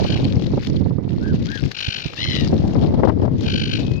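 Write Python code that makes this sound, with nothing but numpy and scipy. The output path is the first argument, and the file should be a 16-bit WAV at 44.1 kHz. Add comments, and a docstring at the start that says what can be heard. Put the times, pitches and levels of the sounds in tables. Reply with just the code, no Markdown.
"""Gulls and black swans on a windy lawn

On the left a gull gives three rasping trills, each a train of tiny bursts, and one faster squeal.
A swan pipes two soft notes that rise and fall, and a farther bird whistles near the end.
Wings and feet crackle over dry grass. Swirls of wind rumble and thump on the left and right
microphones, dropping briefly in the middle."""
import sys
import numpy as np
from scipy import signal
from scipy.fft import rfft, irfft, next_fast_len
from scipy.io import wavfile

SR = 44100
rng = np.random.default_rng(int(sys.argv[2]) if len(sys.argv) > 2 else 0)


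def generate_wav(sig):
    """Save sig (samples, or channels by samples) to the path in sys.argv[1] as 16-bit PCM at SR."""
    pcm = np.round(np.clip(np.atleast_2d(sig).T, -1, 1) * 32767).astype(np.int16)
    wavfile.write(sys.argv[1], SR, pcm)


N = 176400
T = np.arange(N) / SR

# How hard the wind blows: time_s, level_db
WIND_STRENGTH = [(0, -24), (.2, -22.5), (.55, -22.5), (.63, -30), (.75, -17.5), (1.0, -28), (1.3, -22),
                 (1.5, -26), (1.57, -37), (1.66, -24.5), (1.75, -50), (2.0, -44.5), (2.14, -46),
                 (2.27, -28.5), (2.5, -21), (2.9, -20.5), (3.25, -20.5), (3.35, -23), (3.55, -24),
                 (3.7, -28.5), (3.81, -21.5), (4, -26.5)]


def amp(db):
    """Turns decibels into a gain to multiply by."""
    return 10 ** (np.asarray(db) / 20)


def unit(x):
    """Scales a signal to an average (rms) level of 1."""
    return x / np.sqrt(np.mean(x ** 2) + 1e-20)


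def along(table, at):
    """Looks up places in a table's first column and reads the others, gliding between rows."""
    first, *rest = np.transpose(table)
    return [np.interp(at, first, column) for column in rest]


def add(mix, start_s, sound):
    """Lays a sound into the mix at its start time."""
    part = mix[..., max(round(start_s * SR), 0):][..., :sound.shape[-1]]
    part += sound[..., :part.shape[-1]]


def colour(x, points):
    """Shapes the lows and highs of a sound by rows of frequency_hz, gain_db."""
    hz, db = np.transpose(points)
    size = next_fast_len(x.shape[-1] + 4096)
    f = np.fft.rfftfreq(size, 1 / SR)
    gain = amp(np.interp(np.log(f + 1), np.log(hz), db))
    return irfft(rfft(x, size) * gain, size)[..., :x.shape[-1]]


def wobble(hz, size=N):
    """A random wiggle, up to about the given rate."""
    f = np.fft.rfftfreq(size, 1 / SR)
    return unit(irfft(rfft(rng.standard_normal(size)) / (1 + (f / hz) ** 4), size))


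def air():
    """A faint, steady outdoor hush."""
    # Tone of calm air: frequency_hz, gain_db
    hush_tone = [(100, 8.5), (500, -1), (1000, -4), (2000, 5.5), (5000, -36), (8000, -53)]
    return amp(-57.5) * unit(colour(rng.standard_normal((2, N)), hush_tone))


def wind():
    """Swirling air gives each microphone its own lumpy rumble and a higher roar."""
    # Tone of the rumble: frequency_hz, gain_db
    rumble_tone = [(12, -50.5), (20, -6.5), (32, -20), (85, 0), (108, 1.5), (252, -4), (329, -8.5),
                   (500, -19.5), (650, -34), (1100, -120)]
    # Tone of the roar: frequency_hz, gain_db
    roar_tone = [(200, -30.5), (380, 3), (600, 0), (900, -9.5), (1400, -24.5), (2500, -34.5), (5000, -35.5),
                 (8000, -60)]
    # Strength of the roar: time_s, level_db
    roar_strength = [(0.0, -28), (0.07, -41), (0.09, -41), (0.17, -29), (0.32, -43), (0.57, -40),
                     (0.58, -29), (0.61, -70), (0.73, -45), (1.94, -50.5), (2.39, -42), (2.48, -36),
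                     (2.95, -29), (3.1, -22.5), (3.15, -43), (3.23, -26.5), (3.35, -44), (3.49, -34),
                     (3.52, -57), (3.78, -51.5), (3.79, -33.5), (4.0, -53)]
    # Which side the wind hits harder: time_s, left_minus_right_db
    wind_side = [(0, -9), (.4, 8.5), (.6, -4.5), (1.0, -23), (1.4, 1.5), (1.6, 17), (1.9, 8), (2.3, -4),
                 (2.6, 6.5), (2.9, 2), (3.1, 13.5), (3.6, 1.5), (4, 16)]
    rumble_db, = along(WIND_STRENGTH, T)
    roar_db, = along(roar_strength, T)
    side_db, = along(wind_side, T)
    mics = []
    for sign in 1, -1:
        swirls = np.clip(wobble(hz=45), -2, 2)
        share = np.sqrt(2 / (1 + amp(-2 * sign * side_db)))
        rumble = unit(colour(rng.standard_normal(N) * amp(3.5 * swirls), rumble_tone))
        roar = unit(colour(rng.standard_normal(N) * amp(5 * swirls), roar_tone))
        mics.append(share * (amp(rumble_db + 4.5) * rumble + amp(roar_db + 2) * roar))
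    return np.array(mics)


def wind_pops():
    """Small swirls hit a microphone as sharp spikes of pressure, louder in stronger wind."""
    # Tone of a pop: frequency_hz, gain_db
    pop_tone = [(30, -24), (100, 3.5), (1200, -3), (2200, -12.5), (5000, -22.5), (8000, -41.5)]
    pops_per_s, width_s, rebound_s = 41, .00078, .0027
    t = np.arange(-.02, .02, 1 / SR)
    spike = np.exp(-abs(t) / width_s) - width_s / rebound_s * np.exp(-abs(t) / rebound_s)
    extra_db = 3 * np.minimum(rng.exponential(1, (2, N)), 3)
    strength = amp(7.5 + along(WIND_STRENGTH, T)[0] + extra_db)
    hits = strength * (rng.random((2, N)) < pops_per_s / SR) * rng.choice([-1, 1], (2, N))
    return colour(signal.oaconvolve(hits, spike[None], "same", axes=1), pop_tone)


def wind_thumps():
    """Single swirls of air thump the microphones with a puff of low noise."""
    # The thumps: peak_s, level_db, cutoff_hz, left_minus_right_db
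    thumps = [(0.019, -13.5, 513, -8.5), (.049, -18.5, 814, -10.5), (0.371, -10, 247, 3.5),
              (0.537, -16.5, 583, -7), (.578, -16, 670, 8.5), (0.701, -20, 454, -6),
              (.81, -21.5, 500, -11.5), (.862, -19.5, 605, -8), (.91, -18.5, 580, -3.5),
              (0.986, -20, 467, -19), (1.342, -15.5, 253, -10.5), (1.628, -17, 295, 12.5),
              (1.657, -15, 249, 7), (1.884, -17, 218, -8), (2.059, -23, 222, -19.5), (2.529, -12, 453, 3.5),
              (2.756, -18, 655, 15.5), (2.835, -20.5, 635, 9.5), (2.997, -15.5, 744, 6),
              (3.036, -16.5, 810, 25.5), (3.075, -17.5, 880, 18), (3.097, -22.5, 1000, 29.5),
              (3.175, -18, 453, 2.5), (3.222, -16.5, 595, 3.5), (3.281, -22.5, 737, 15.5)]
    rise_s = .00357
    out, t = np.zeros((2, N)), np.arange(0, .1, 1 / SR)
    swell = t / rise_s * np.exp(1 - t / rise_s)
    f = np.fft.rfftfreq(len(t), 1 / SR)
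    for peak_s, db, cutoff_hz, side_db in thumps:
        for mic, sign in zip(out, (1, -1)):
            low_noise = irfft(rfft(rng.standard_normal(len(t))) / (1 + (f / cutoff_hz) ** 3.51), len(t))
            puff = unit(swell * low_noise) * np.sqrt(np.mean(swell ** 2))
            add(mic, peak_s - rise_s, amp(db + sign * side_db / 2) * puff)
    return colour(out, [(25, -28), (60, 0), (120, 2), (4000, -5.5), (8000, -33)])


def rustle():
    """Wings and dry grass make clumps of tiny crackles over a soft swish, with a few sharp flicks."""
    # Strength of the rustle: time_s, level_db
    strength = [(0, -34), (.33, -44), (.58, -46), (.66, -37), (.7, -44), (.85, -53), (1.0, -63), (1.1, -50),
                (1.42, -44.5), (1.47, -40.5), (1.62, -38), (1.75, -39.5), (2.15, -37.5), (2.43, -36.5),
                (2.52, -44.5), (2.8, -44.5), (3.0, -55.5), (3.3, -59), (3.4, -40.5), (3.8, -42.5),
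                (4, -50.5)]
    # Flicks of feathers and stalks: start_s, level_db
    flicks = [(0.324, -28.5), (.422, -29.5), (0.467, -28.5), (0.649, -26), (0.671, -19), (1.106, -36.5),
              (1.131, -35), (1.458, -26.5), (1.468, -26), (1.517, -25), (1.716, -17.5), (1.805, -20),
              (2.352, -20.5), (2.409, -20), (2.447, -21), (3.409, -25), (3.917, -31)]
    # Tone of the rustle: frequency_hz, gain_db
    rustle_tone = [(300, -10), (1000, -7), (2000, 0), (3000, 1.5), (4300, 2), (5500, -4.5), (7000, -15),
                   (8200, -32.5), (10500, -34.5), (15000, -30.5)]
    # How much weaker it is on the right: frequency_hz, gain_db
    right_shade = [(1000, -8.5), (3000, -15), (5000, -12.5), (8000, -9.5), (14000, -5.5)]
    clicks_per_s, crackle_fade_s, flick_fade_s = 50, .00088, .0018
    t = np.arange(0, .03, 1 / SR)
    crackles = np.zeros((2, N))
    for hz in np.linspace(1200, 15000, 28):  # each pitch gets its own random clicks
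        sizes = amp(4.5 * np.minimum(rng.exponential(1, (2, N)), 4))
        clicks = sizes * (rng.random((2, N)) < clicks_per_s / SR)
        ring = np.exp(-t / crackle_fade_s) * np.sin(2 * np.pi * hz * t)
        crackles += signal.oaconvolve(clicks, ring[None], axes=1)[:, :N]
    clumps = unit(amp(3.5 * np.clip(wobble(hz=65), -2, 2)))
    swish = rng.standard_normal((2, N))
    out = amp(along(strength, T)[0]) * clumps * .71 * (unit(crackles) + swish)
    for start_s, db in flicks:
        add(out, start_s, amp(db) * np.exp(-t / flick_fade_s) * rng.standard_normal((2, len(t))))
    left, right = amp(9) * colour(out, rustle_tone)
    return np.array([left, colour(right, right_shade)])


def lawn(birds):
    """Calls from the left reach the right microphone late and shaded; the surroundings echo faintly."""
    # The right side compared with the left: frequency_hz, gain_db
    right_shade = [(800, 11.5), (1500, -14.5), (2450, -16), (3200, -11.5), (4200, -5), (7000, -7)]
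    delay_s, echo_s, echo_db = .0003815, .33, -16.5
    right = colour(np.interp(T - delay_s, T, birds), right_shade)
    t = np.arange(0, .5, 1 / SR)
    tail = rng.standard_normal((2, len(t))) * amp(-60 * t / echo_s)
    tail /= np.linalg.norm(tail, axis=1, keepdims=True)
    echo = signal.fftconvolve(birds[None], tail, axes=1)[:, :N]
    return np.array([birds, right]) + amp([[echo_db], [echo_db - 3]]) * echo


def far_whistle():
    """A farther bird holds a thin, slightly wavering note."""
    # The note: time_s, level_db, pitch_hz
    whistle = [(3.78, -41.5, 2590), (3.86, -43.5, 2555), (3.95, -42, 2520), (3.99, -33.5, 2575),
               (4.0, -43, 2500)]
    db, pitch_hz = along(whistle, T)
    hz = pitch_hz * (1 + .007 * wobble(hz=236))
    return (T > whistle[0][0]) * amp(db) * np.sin(2 * np.pi * np.cumsum(hz) / SR)


def swan_pipes():
    """A swan's two close, nearly pure voices rise and fall together in pitch and level."""
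    # The notes: start_s, length_s, level_db, top_hz, second_top_hz, second_offset_db
    notes = [(1.199, .15, -34.5, 1582, 1676, -5), (1.468, .148, -27.5, 1650, 1830, -8.5)]
    # Harmonics (tones at 1, 2 and 3 times the pitch): level_db
    harmonics = [0, -21, -21]
    arch, roughness = .19, .021
    out = np.zeros(N)
    for start_s, length_s, db, top_hz, second_top_hz, second_offset_db in notes:
        progress = np.arange(0, length_s, 1 / SR) / length_s
        for voice_hz, voice_db in (top_hz, db), (second_top_hz, db + second_offset_db):
            waver = roughness * wobble(hz=300, size=len(progress))
            hz = voice_hz * (1 - arch * (2 * progress - 1) ** 2 + waver)
            phase = 2 * np.pi * np.cumsum(hz) / SR
            tone = sum(amp(level) * np.sin(k * phase) for k, level in enumerate(harmonics, 1))
            add(out, start_s, amp(voice_db) * np.sin(np.pi * progress) * tone)
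    return out


def gull_squeal():
    """A fast, hissy trill whose harmonics swell in turn within each beat."""
    # The squeal: time_s, level_db, pitch_hz, beats_per_s
    squeal = [(2.172, -25, 881, 71.4), (2.205, -21.5, 979, 76), (2.24, -17, 1030, 90),
              (2.265, -21.5, 1023, 82.5), (2.32, -19.5, 1012, 90.7), (2.39, -22.5, 958, 89),
              (2.42, -30, 944, 80), (2.47, -37, 902, 88)]
    # Harmonics from the second up: level_db, place_in_beat (0 to 1)
    harmonics = [(3, 0.57), (4, .35), (5, 0.55), (-9.5, 0.3), (-22.5, .55), (-46, 0.8)]
    roughness, swing, hiss_db = .017, .012, -7
    db, pitch_hz, beats_per_s = along(squeal, T)
    calling = (T > squeal[0][0]) & (T < squeal[-1][0])
    beat = np.cumsum(beats_per_s * calling) / SR + .12 * wobble(hz=75)
    hz = pitch_hz * (1 + roughness * wobble(hz=500) - swing * np.cos(2 * np.pi * beat))
    phase = 2 * np.pi * np.cumsum(hz) / SR
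    swell = lambda place: (.5 + .5 * np.cos(2 * np.pi * (beat - place))) ** 1.2
    voice = sum(amp(level) * swell(place) * np.sin(k * phase)
                for k, (level, place) in enumerate(harmonics, 2))
    hiss_tone = [(1200, -35.5), (2600, -6), (3600, -2), (4300, -21), (6000, -14), (8000, -49)]
    hiss = unit(colour(rng.standard_normal(N), hiss_tone))
    return calling * amp(db) * (.57 * voice + amp(hiss_db) * swell(.33) * hiss)


def gull_burst(pitch_hz):
    """One beat of a rasp: the voice box's two sides slide upward in turn and beat against each other."""
    # The side that leads: progress (0 to 1), pitch_ratio, strength
    first_side = [(0, .9, .1), (.08, .94, .45), (.35, 1, 1), (.55, 1.03, .85), (.72, 1.12, .2), (1, 1.2, 0)]
    # The later, brighter side: progress (0 to 1), pitch_ratio, strength
    second_side = [(0, .76, 0), (.3, .8, .15), (.48, .89, .45), (.68, .97, .8), (.86, .87, .6),
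                   (1, .8, .05)]
    length_s, pitch_spread, roughness = .0128, .007, .056
    progress = np.arange(0, length_s, 1 / SR) / length_s
    voices = []
    for side, third_gain in (first_side, 1), (second_side, 1.7):
        ratio, strength = along(side, progress)
        detune = pitch_spread * rng.standard_normal()
        waver = progress * roughness * wobble(hz=740, size=len(progress))
        phase = 2 * np.pi * np.cumsum(pitch_hz * ratio * (1 + detune + waver)) / SR
        tone = sum((third_gain if k == 3 else 1) * np.sin(k * phase) for k in range(1, 10))
        voices.append(strength * tone)
    first, second = voices
    hiss = .22 * unit(np.sin(np.pi * progress) * rng.standard_normal(len(progress)))
    return unit(first + second + .2 * first * second) + hiss


def gull_rasps():
    """Quick trains of short bursts ring through the gull's throat."""
    # One list for each call: time_s, level_db, pitch_hz
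    calls = [
        [(.002, -37.5, 1480), (.07, -25.5, 1522), (.125, -21.5, 1556), (.165, -27.5, 1490), (.19, -39, 1450),
         (.31, -39.5, 1544)],
        [(1.745, -27.5, 1430), (1.80, -18.5, 1508), (1.87, -20.5, 1500), (1.95, -19.5, 1530), (2.01, -26, 1468),
         (2.08, -30.5, 1372), (2.17, -56.5, 1340)],
        [(3.438, -34.5, 1490), (3.458, -23, 1533), (3.55, -19, 1557), (3.64, -21, 1558), (3.685, -25.5, 1514),
         (3.735, -18, 1538), (3.79, -29.5, 1473), (3.84, -48, 1440)],
    ]
    # How the throat shapes the voice: frequency_hz, gain_db
    throat = [(500, -25), (900, -13.5), (1200, -21), (1550, -9.5), (2050, -2), (2400, 7), (2750, -4),
              (3100, -1), (3600, -3), (4350, -7.5), (4700, -11), (5000, -13.5), (5650, -15.5), (6200, -23),
              (7000, -27.5), (8000, -51.5), (15000, -53)]
    spacing_s, spread_db = .01945, .6
    out = np.zeros(N)
    for call in calls:
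        for start_s in np.arange(call[0][0], call[-1][0], spacing_s):
            db, pitch_hz = along(call, start_s)
            add(out, start_s, amp(db + spread_db * rng.standard_normal()) * gull_burst(pitch_hz))
    return amp(6.5) * colour(out, throat)


def scene():
    """Birds on the lawn, their rustling, and the wind."""
    birds = gull_rasps() + gull_squeal() + swan_pipes() + far_whistle()
    return lawn(birds) + rustle() + wind() + wind_pops() + wind_thumps() + air()


def record(dry):
    """Softly squashes the hardest gusts, then cuts the highest treble."""
    ceiling, cutoff_hz = .85, 15800
    squashed = dry / (1 + (dry / ceiling) ** 4) ** .25
    treble_cut = signal.firwin(511, cutoff_hz, window=("kaiser", 9), fs=SR)
    return signal.oaconvolve(squashed, treble_cut[None], "same")


dry = scene()
out = record(dry)
generate_wav(out)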